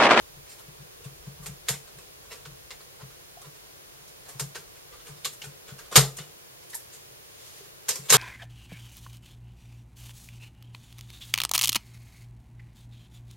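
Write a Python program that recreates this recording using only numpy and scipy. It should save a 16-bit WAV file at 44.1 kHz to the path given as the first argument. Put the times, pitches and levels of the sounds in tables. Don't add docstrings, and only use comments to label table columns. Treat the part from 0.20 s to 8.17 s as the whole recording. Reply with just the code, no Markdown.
import sys
import numpy as np
from scipy import signal
from scipy.fft import rfft, irfft, next_fast_len
from scipy.io import wavfile
from scipy.ndimage import uniform_filter1d, map_coordinates

SR = 44100
rng = np.random.default_rng(int(sys.argv[2]) if len(sys.argv) > 2 else 0)


def int16_out(signal):
    q = np.round(np.clip(np.atleast_2d(signal).T, -1, 1) * 32767)
    wavfile.write(sys.argv[1], SR, q.astype(np.int16))


N = 351477
RING = np.arange(SR // 2) / SR

# (time [s], relative level [dB], body re middle band [dB],
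# treble re middle band [dB], resonance of the spot [Hz], rebound re snap [dB], lid boom re snap [dB])
SNAPS = [(1.2592, -42.5, -1.5, 0, 2370, -2.5, 0), (1.4848, -27, -5.5, -0.5, 1970, -6, -5),
         (2.2526, -47.5, 0, -11, 1500, -4, -0.5), (2.5055, -42, -5, -12, 2120, -3, -19),
         (4.1963, -34, -3, 2, 5300, -8.5, 2.5), (4.348, -46, -3, -13, 1590, 4, -4),
         (5.0465, -30.5, -11.5, -6.5, 3730, -1, -20), (5.2175, -41.5, -9, -7, 2760, -11, -13),
         (5.7565, -15.5, -1.5, -2.5, 1200, 0, -1), (6.5444, -59, -17, 22.5, 11100, -3.5, -22),
         (7.684, -31.5, -8.5, 0.5, 6060, 1.5, -25), (7.8964, -25.5, -9, -3.5, 6300, 6.5, -10),
         (7.924, -19.5, -3, 2.5, 1150, -7.5, -4), (7.9357, -22, 2, -1, 1100, -1.5, -23)]
# (peak time [s], relative level [dB])
PULLS = [(0.176, -46), (0.492, -47.5), (0.605, -41.5), (0.868, -38.5), (1.082, -37), (1.209, -39.5),
         (1.301, -39), (1.765, -51.5), (2.328, -50), (2.837, -41), (3.271, -44), (4.162, -44.5),
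         (4.907, -39.5), (5.278, -41.5), (5.528, -42.5), (6.007, -42.5), (7.804, -41.5)]
# (lower edge [Hz], upper edge [Hz])
BANDS = [(200, 1500), (1500, 6000), (6000, 16000)]
# (frequency [Hz], side re mid [dB])
WIDTH = [(200, -16), (1200, -18), (2400, -10), (4400, -6.5), (8000, 1.5), (15000, 0.5)]


def snaps(level_db=0.87, strain_db=-18, strain_s=0.0082, rebound_s=0.0058, rebound_treble_db=6.5):
    out = np.zeros((2, N))
    for s, db, body, treble, spot_hz, rebound_db, _ in SNAPS:
        t60 = 0.12 * 2 ** ((db + 32) / 90)
        strain = dense_modes([body, 0, treble], spot_hz) * np.exp(-RING[::-1] / strain_s)
        add(out, s - len(RING) / SR, amp(db + strain_db) * strain)
        release = (0, db, treble)
        rebound = (rebound_s, db + rebound_db, treble + rebound_treble_db)
        for delay, blow_db, treble_db in [release, rebound]:
            blow = shell_response([body, 0, treble_db], spot_hz, t60, modes_db=-16.5, room_db=-9.5)
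            add(out, s + delay, amp(blow_db + level_db) * bending_spread(blow))
    return stereo(*out)


def bending_spread(blow, split_hz=1100, high_rise_s=0.00035, low_rise_s=0.0026):
    lows = signal.sosfiltfilt(signal.butter(2, split_hz, fs=SR, output="sos"), blow)
    highs = blow - lows
    return highs * (1 - np.exp(-RING / high_rise_s)) + lows * (1 - np.exp(-RING / low_rise_s))


def shell_response(band_db, spot_hz, t60, modes_db, room_db):
    # (frequency [Hz], relative level [dB], t60 [s])
    shell_modes = [(422.5, 2.5, 0.11), (705, -8, 0.33), (1080, 13, 0.033), (1216, -5, 0.31),
                   (1542, 5.5, 0.12), (1910, -6, 0.23), (2220, 10, 0.055), (2797, 5, 0.12),
                   (3690, -1, 0.14), (4280, 0, 0.076), (4600, -17, 0.22), (5260, -1.5, 0.27),
                   (5800, 2, 0.22), (6900, 3, 0.26), (8200, -17, 0.14)]
    crack = 1 + 0.52 * np.exp(-RING / 0.00097)
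    out = dense_modes(band_db, spot_hz) * crack * amp(-60 * RING / t60)
    for hz, db, mode_t60 in shell_modes:
        drive_db = np.interp(np.log(hz), np.log(BANDS).mean(1), band_db)
        mode_db = drive_db + modes_db + db + 2 * rng.standard_normal()
        held_hz = hz * (1 + 0.0021 * rng.standard_normal())
        phase = 2 * np.pi * (held_hz * RING + rng.random((2, 1)))
        mid_side = amp([[0], [along(WIDTH, hz)]])
        out += mid_side * amp(mode_db - 60 * RING / mode_t60) * np.sin(phase)
    return out + amp(room_db) * room_tail(dense_modes(band_db, spot_hz))


def dense_modes(band_db, spot_hz, spot_db=6, spot_octaves=0.24):
    # (frequency [Hz], relative spectral density [dB])
    crack_spectrum = [(150, -4), (310, -19), (440, 2), (580, -7.5), (1200, -6), (2000, -1.5), (4000, 2.5),
                      (6000, -1), (7200, 4.5), (8400, 7), (9400, -9), (11500, 2.5), (13000, -7.5),
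                      (16000, -20)]
    hz = np.fft.rfftfreq(len(RING), 1 / SR)
    resonance_db = spot_db * np.exp(-(np.log2((hz + 1) / spot_hz) / spot_octaves) ** 2)
    colour = amp(along(crack_spectrum, hz) + resonance_db)
    shapes = [colour / np.sqrt((1 + (lo / (hz + 1)) ** 8) * (1 + (hz / hi) ** 8)) for lo, hi in BANDS]
    gain = np.sqrt(sum((amp(db) * unit(shape)) ** 2 for db, shape in zip(band_db, shapes)))
    white = rfft(rng.standard_normal((2, len(RING))))
    return irfft(white * [gain, gain * amp(along(WIDTH, hz))], len(RING))


def scrapes_and_ticks(level_db=1, impulses_per_s=2500, scatter_db=5):
    # (peak time [s], half length [s],
    # relative level [dB], treble re middle band [dB], resonance of the spot [Hz])
    contacts = [(0.311, 0.026, -55.5, 2.5, 5000), (0.393, 0.0098, -59, 2.5, 1500),
                (0.848, 0.0072, -57, 4.5, 2750), (1.236, 0.013, -59.5, 7.5, 1200),
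                (1.543, 0.0059, -45.5, 1, 2390), (1.79, 0.0077, -55, 1, 2360),
                (2.125, 0.014, -46, -3.5, 2640), (2.609, 0.0059, -56.5, -9, 1580),
                (2.815, 0.015, -57, -12, 980), (3.221, 0.006, -59, 6, 1200),
                (3.252, 0.0076, -56.5, -7, 1150), (3.883, 0.004, -56.5, 2, 5500),
                (4.093, 0.012, -55, 6.5, 1020), (4.36, 0.006, -44, -3, 1590),
                (4.739, 0.014, -56.5, -10, 1200), (4.804, 0.005, -54.5, -13, 3570),
                (4.878, 0.021, -55.5, 2, 1180), (5.135, 0.008, -63.5, 13.5, 1150),
                (5.246, 0.007, -49, 1, 1480), (5.49, 0.019, -53, -7, 1400),
                (5.594, 0.011, -51.5, -1.5, 1410), (5.729, 0.012, -42, -2.5, 1170),
                (5.765, 0.003, -16, -10, 4400), (5.972, 0.004, -49.5, 8, 6300),
                (5.989, 0.0053, -41.5, -7.5, 3016), (6.504, 0.0072, -61.5, 11, 9400),
                (6.536, 0.0042, -47.5, -6, 1860), (6.743, 0.019, -56, 4, 6660),
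                (7.709, 0.0083, -35, -13, 5100), (7.76, 0.0077, -42, 3.5, 5270),
                (7.855, 0.022, -57, 3, 2600), (7.893, 0.0049, -40.5, -5, 3220),
                (7.945, 0.005, -29, -8, 880), (7.949, 0.0095, -23, -5, 3350)]
    out = np.zeros((2, N))
    for s, half, db, treble, spot_hz in contacts + creaks() + finger_slips():
        body = 2 - 4.5 * np.log2(spot_hz / 1100)
        band_db = [body, 0, treble]
        t = np.arange(-2 * half, 2 * half, 1 / SR)
        impulses = rng.random(len(t)) < impulses_per_s / SR
        impulses[len(t) // 2] = True
        sizes = rng.choice([-1, 1], len(t)) * amp(scatter_db * rng.standard_normal(len(t)))
        force = impulses * sizes * np.exp(-(t / half) ** 2)
        ring = shell_response(band_db, spot_hz, t60=0.098, modes_db=-24, room_db=-4.5)
        contact = signal.fftconvolve(force[None], ring, axes=1)
        peak_rms = np.sqrt(uniform_filter1d(contact[0] ** 2, int(2 * half * SR)).max())
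        gain = amp(db + level_db) * np.linalg.norm(amp(band_db)) / peak_rms
        add(out, s - 2 * half - 0.003, gain * contact)
    return stereo(*out)


def creaks(lead_s=0.013, half_s=0.011, re_pull_db=-25, treble_db=-16, spot_hz=1060):
    return [(s - lead_s, half_s, db + re_pull_db, treble_db, spot_hz) for s, db in PULLS]


def finger_slips(count=14, span_s=(0.13, 8.1), half_s=0.01, level_db=-62.5, range_db=6, treble_db=-3):
    when, size, spot = rng.random((count, 3)).T
    times = np.interp((np.arange(count) + when) / count, [0, 1], span_s)
    levels = level_db + range_db * (size - 0.5)
    spots_hz = np.interp(spot, [0, 1], (900, 2810))
    return [(s, half_s, db, treble_db, hz) for s, db, hz in zip(times, levels, spots_hz)]


def lid_booms(level_db=-1, rise_s=0.0096, lag_s=0.028, boom_hz=141.8, sway_hz=62, knock_hz=438,
              rattle_hz=155, rattle_width_hz=26, grip_detune=0.037):
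    out = np.zeros(N)
    held = [(s, db, grip_detune * rng.standard_normal()) for s, db in PULLS]
    freed = [(s + lag_s, db + boom_db, 0) for s, db, *_, boom_db in SNAPS]
    for s, db, detune in held + freed:
        excess_db = db + 41.5
        hz = (boom_hz - 0.2 * excess_db) * (1 + detune)
        t60 = 0.19 * 2 ** (excess_db / 42)
        rattle_db = -6 - 0.31 * excess_db
        sway = amp(-19) * damped_mode(sway_hz * (1 + 0.12 * rng.standard_normal()), t60, rise_s)
        knock = amp(-21) * damped_mode(knock_hz, t60, rise_s)
        rattle = noise(lambda f: np.exp(-((f - rattle_hz) / rattle_width_hz) ** 2 / 2), len(RING))
        rattle *= amp(rattle_db) * swell(t60, rise_s)
        boom = damped_mode(hz, t60, rise_s) + sway + knock + rattle
        add(out, s - 3 * rise_s, amp(db + level_db) * boom)
    return out * amp([[1.3], [-1.5]])


def case_pings(level_db=-1, rise_s=0.003, relative_width=0.071):
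    # (peak time [s], relative level [dB], frequency [Hz])
    resonances = [(0.808, -54, 432), (3.173, -48.5, 728), (4.719, -52, 482), (4.361, -40, 1540),
                  (5.056, -41.5, 1130), (5.22, -45, 2840), (6.538, -49, 1796), (6.553, -51.5, 955),
                  (7.411, -52, 403), (7.936, -30, 1123)]
    out = np.zeros(N)
    for s, db, hz in resonances:
        t60 = 0.11 * (700 / hz) ** 0.5
        rub = noise(lambda f: np.exp(-((f / hz - 1) / relative_width) ** 2 / 2), len(RING))
        ping = damped_mode(hz, t60, rise_s) + rub * swell(t60, rise_s)
        add(out, s - 3 * rise_s, amp(db + level_db) * ping)
    return out


def sleeve(flutter_db=1.0, flutter_per_s=40):
    # (time [s], level [dB])
    rustle_levels = [(6.5, -54.5), (7.0, -65), (7.14, -60), (7.23, -50), (7.39, -50.5), (7.5, -60),
                     (7.6, -82)]
    # (frequency [Hz], relative spectral density [dB])
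    cloth_spectrum = [(300, -22), (1200, -6), (3000, 0), (8000, 1), (9500, -4), (12000, -1), (16000, -31)]
    t = np.arange(N) / SR
    flutter = map_coordinates(rng.standard_normal(N // 100), [t * flutter_per_s])
    cloth = np.array([noise(lambda hz: amp(along(cloth_spectrum, hz)), N) for _ in range(2)])
    level_db = np.interp(t, *np.transpose(rustle_levels), left=-np.inf, right=-np.inf)
    return cloth * amp(level_db + flutter_db * flutter)


def grip(centre_hz=51, width_octaves=1, flutter_db=3, flutter_per_s=12):
    # (time [s], relative level [dB])
    rub_levels = [(0, -57.5), (0.7, -68), (0.95, -59), (1.3, -60.5), (1.9, -68), (2.35, -61), (2.7, -72.5),
                  (4.2, -68), (6.0, -67)]
    t = np.arange(N) / SR
    flutter = map_coordinates(rng.standard_normal(N // 100), [t * flutter_per_s])
    rumble = noise(lambda hz: np.exp(-(np.log2((hz + 1) / centre_hz) / width_octaves) ** 2), N)
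    level_db = np.interp(t, *np.transpose(rub_levels), right=-np.inf)
    return rumble * amp(level_db + flutter_db * flutter) * amp([[1.5], [-1.5]])


def room_tail(excitation, build_s=0.016):
    # (frequency [Hz], t60 [s])
    room_t60 = [(200, 0.39), (1000, 0.25), (4000, 0.23), (12000, 0.27)]
    hz, t, spectrum = signal.stft(excitation, SR, nperseg=256)
    decay = amp(-60 * t / along(room_t60, hz)[:, None])
    _, tail = signal.istft(spectrum * decay, SR, nperseg=256)
    return tail[:, :len(RING)] * (1 - np.exp(-RING / build_s))


def hiss(level_db=-52.5, mid_db=-0.5, side_db=2.5):
    # (frequency [Hz], relative spectral density [dB])
    mid_spectrum = [(15, -35), (25, -12), (48, -9.5), (107, -5), (137, -1.5), (248, -18.5), (333, -8),
                    (437, -6), (905, -14.5), (1060, -12), (1280, -15.5), (1550, -14.5), (1820, -15),
                    (3490, -15.5), (15800, -18)]
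    side_spectrum = [(15, -64), (25, -44), (80, -7), (170, -13), (276, -16.5), (414, -5), (857, -15.5),
                     (955, -13.5), (1680, -15.5), (3880, -17), (7630, -18), (11700, -19.5), (15800, -23.5)]
    mid = amp(mid_db) * noise(lambda hz: amp(along(mid_spectrum, hz)), N)
    side = amp(side_db) * noise(lambda hz: amp(along(side_spectrum, hz)), N)
    return amp(level_db) * stereo(mid, side)


def damped_mode(hz, t60, rise_s):
    return np.sqrt(2) * swell(t60, rise_s) * np.sin(2 * np.pi * (hz * RING + rng.random()))


def swell(t60, rise_s):
    t = RING - 3 * rise_s
    return np.where(t < 0, np.exp(-(t / rise_s) ** 2), amp(-60 * t / t60))


def noise(gain, size):
    m = next_fast_len(size)
    spectrum = rfft(rng.standard_normal(m)) * gain(np.fft.rfftfreq(m, 1 / SR))
    return unit(irfft(spectrum, m)[:size])


def amp(db):
    return 10 ** (np.asarray(db) / 20)


def unit(x):
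    return x / np.sqrt(np.mean(x ** 2) + 1e-20)


def along(points, hz):
    f, v = np.transpose(points)
    return np.interp(np.log(hz + 1), np.log(f + 1), v)


def stereo(mid, side):
    return np.array([mid + side, mid - side])


def add(track, s, x):
    start = max(round(s * SR), 0)
    part = track[..., start:start + x.shape[-1]]
    part += x[..., :part.shape[-1]]


def scene():
    return snaps() + scrapes_and_ticks() + lid_booms() + case_pings() + grip() + sleeve() + hiss()


def record(dry, notch_hz=7850, notch_width_hz=480, top_hz=15900):
    notched = signal.lfilter(*signal.iirnotch(notch_hz, notch_hz / notch_width_hz, SR), dry)
    rounded = notched / (1 + notched ** 6) ** (1 / 6)
    m = next_fast_len(N + SR // 2)
    passband = np.fft.rfftfreq(m, 1 / SR) < top_hz
    return irfft(rfft(rounded, m) * passband, m)[:, :N]


dry = scene()
out = record(dry)
int16_out(out)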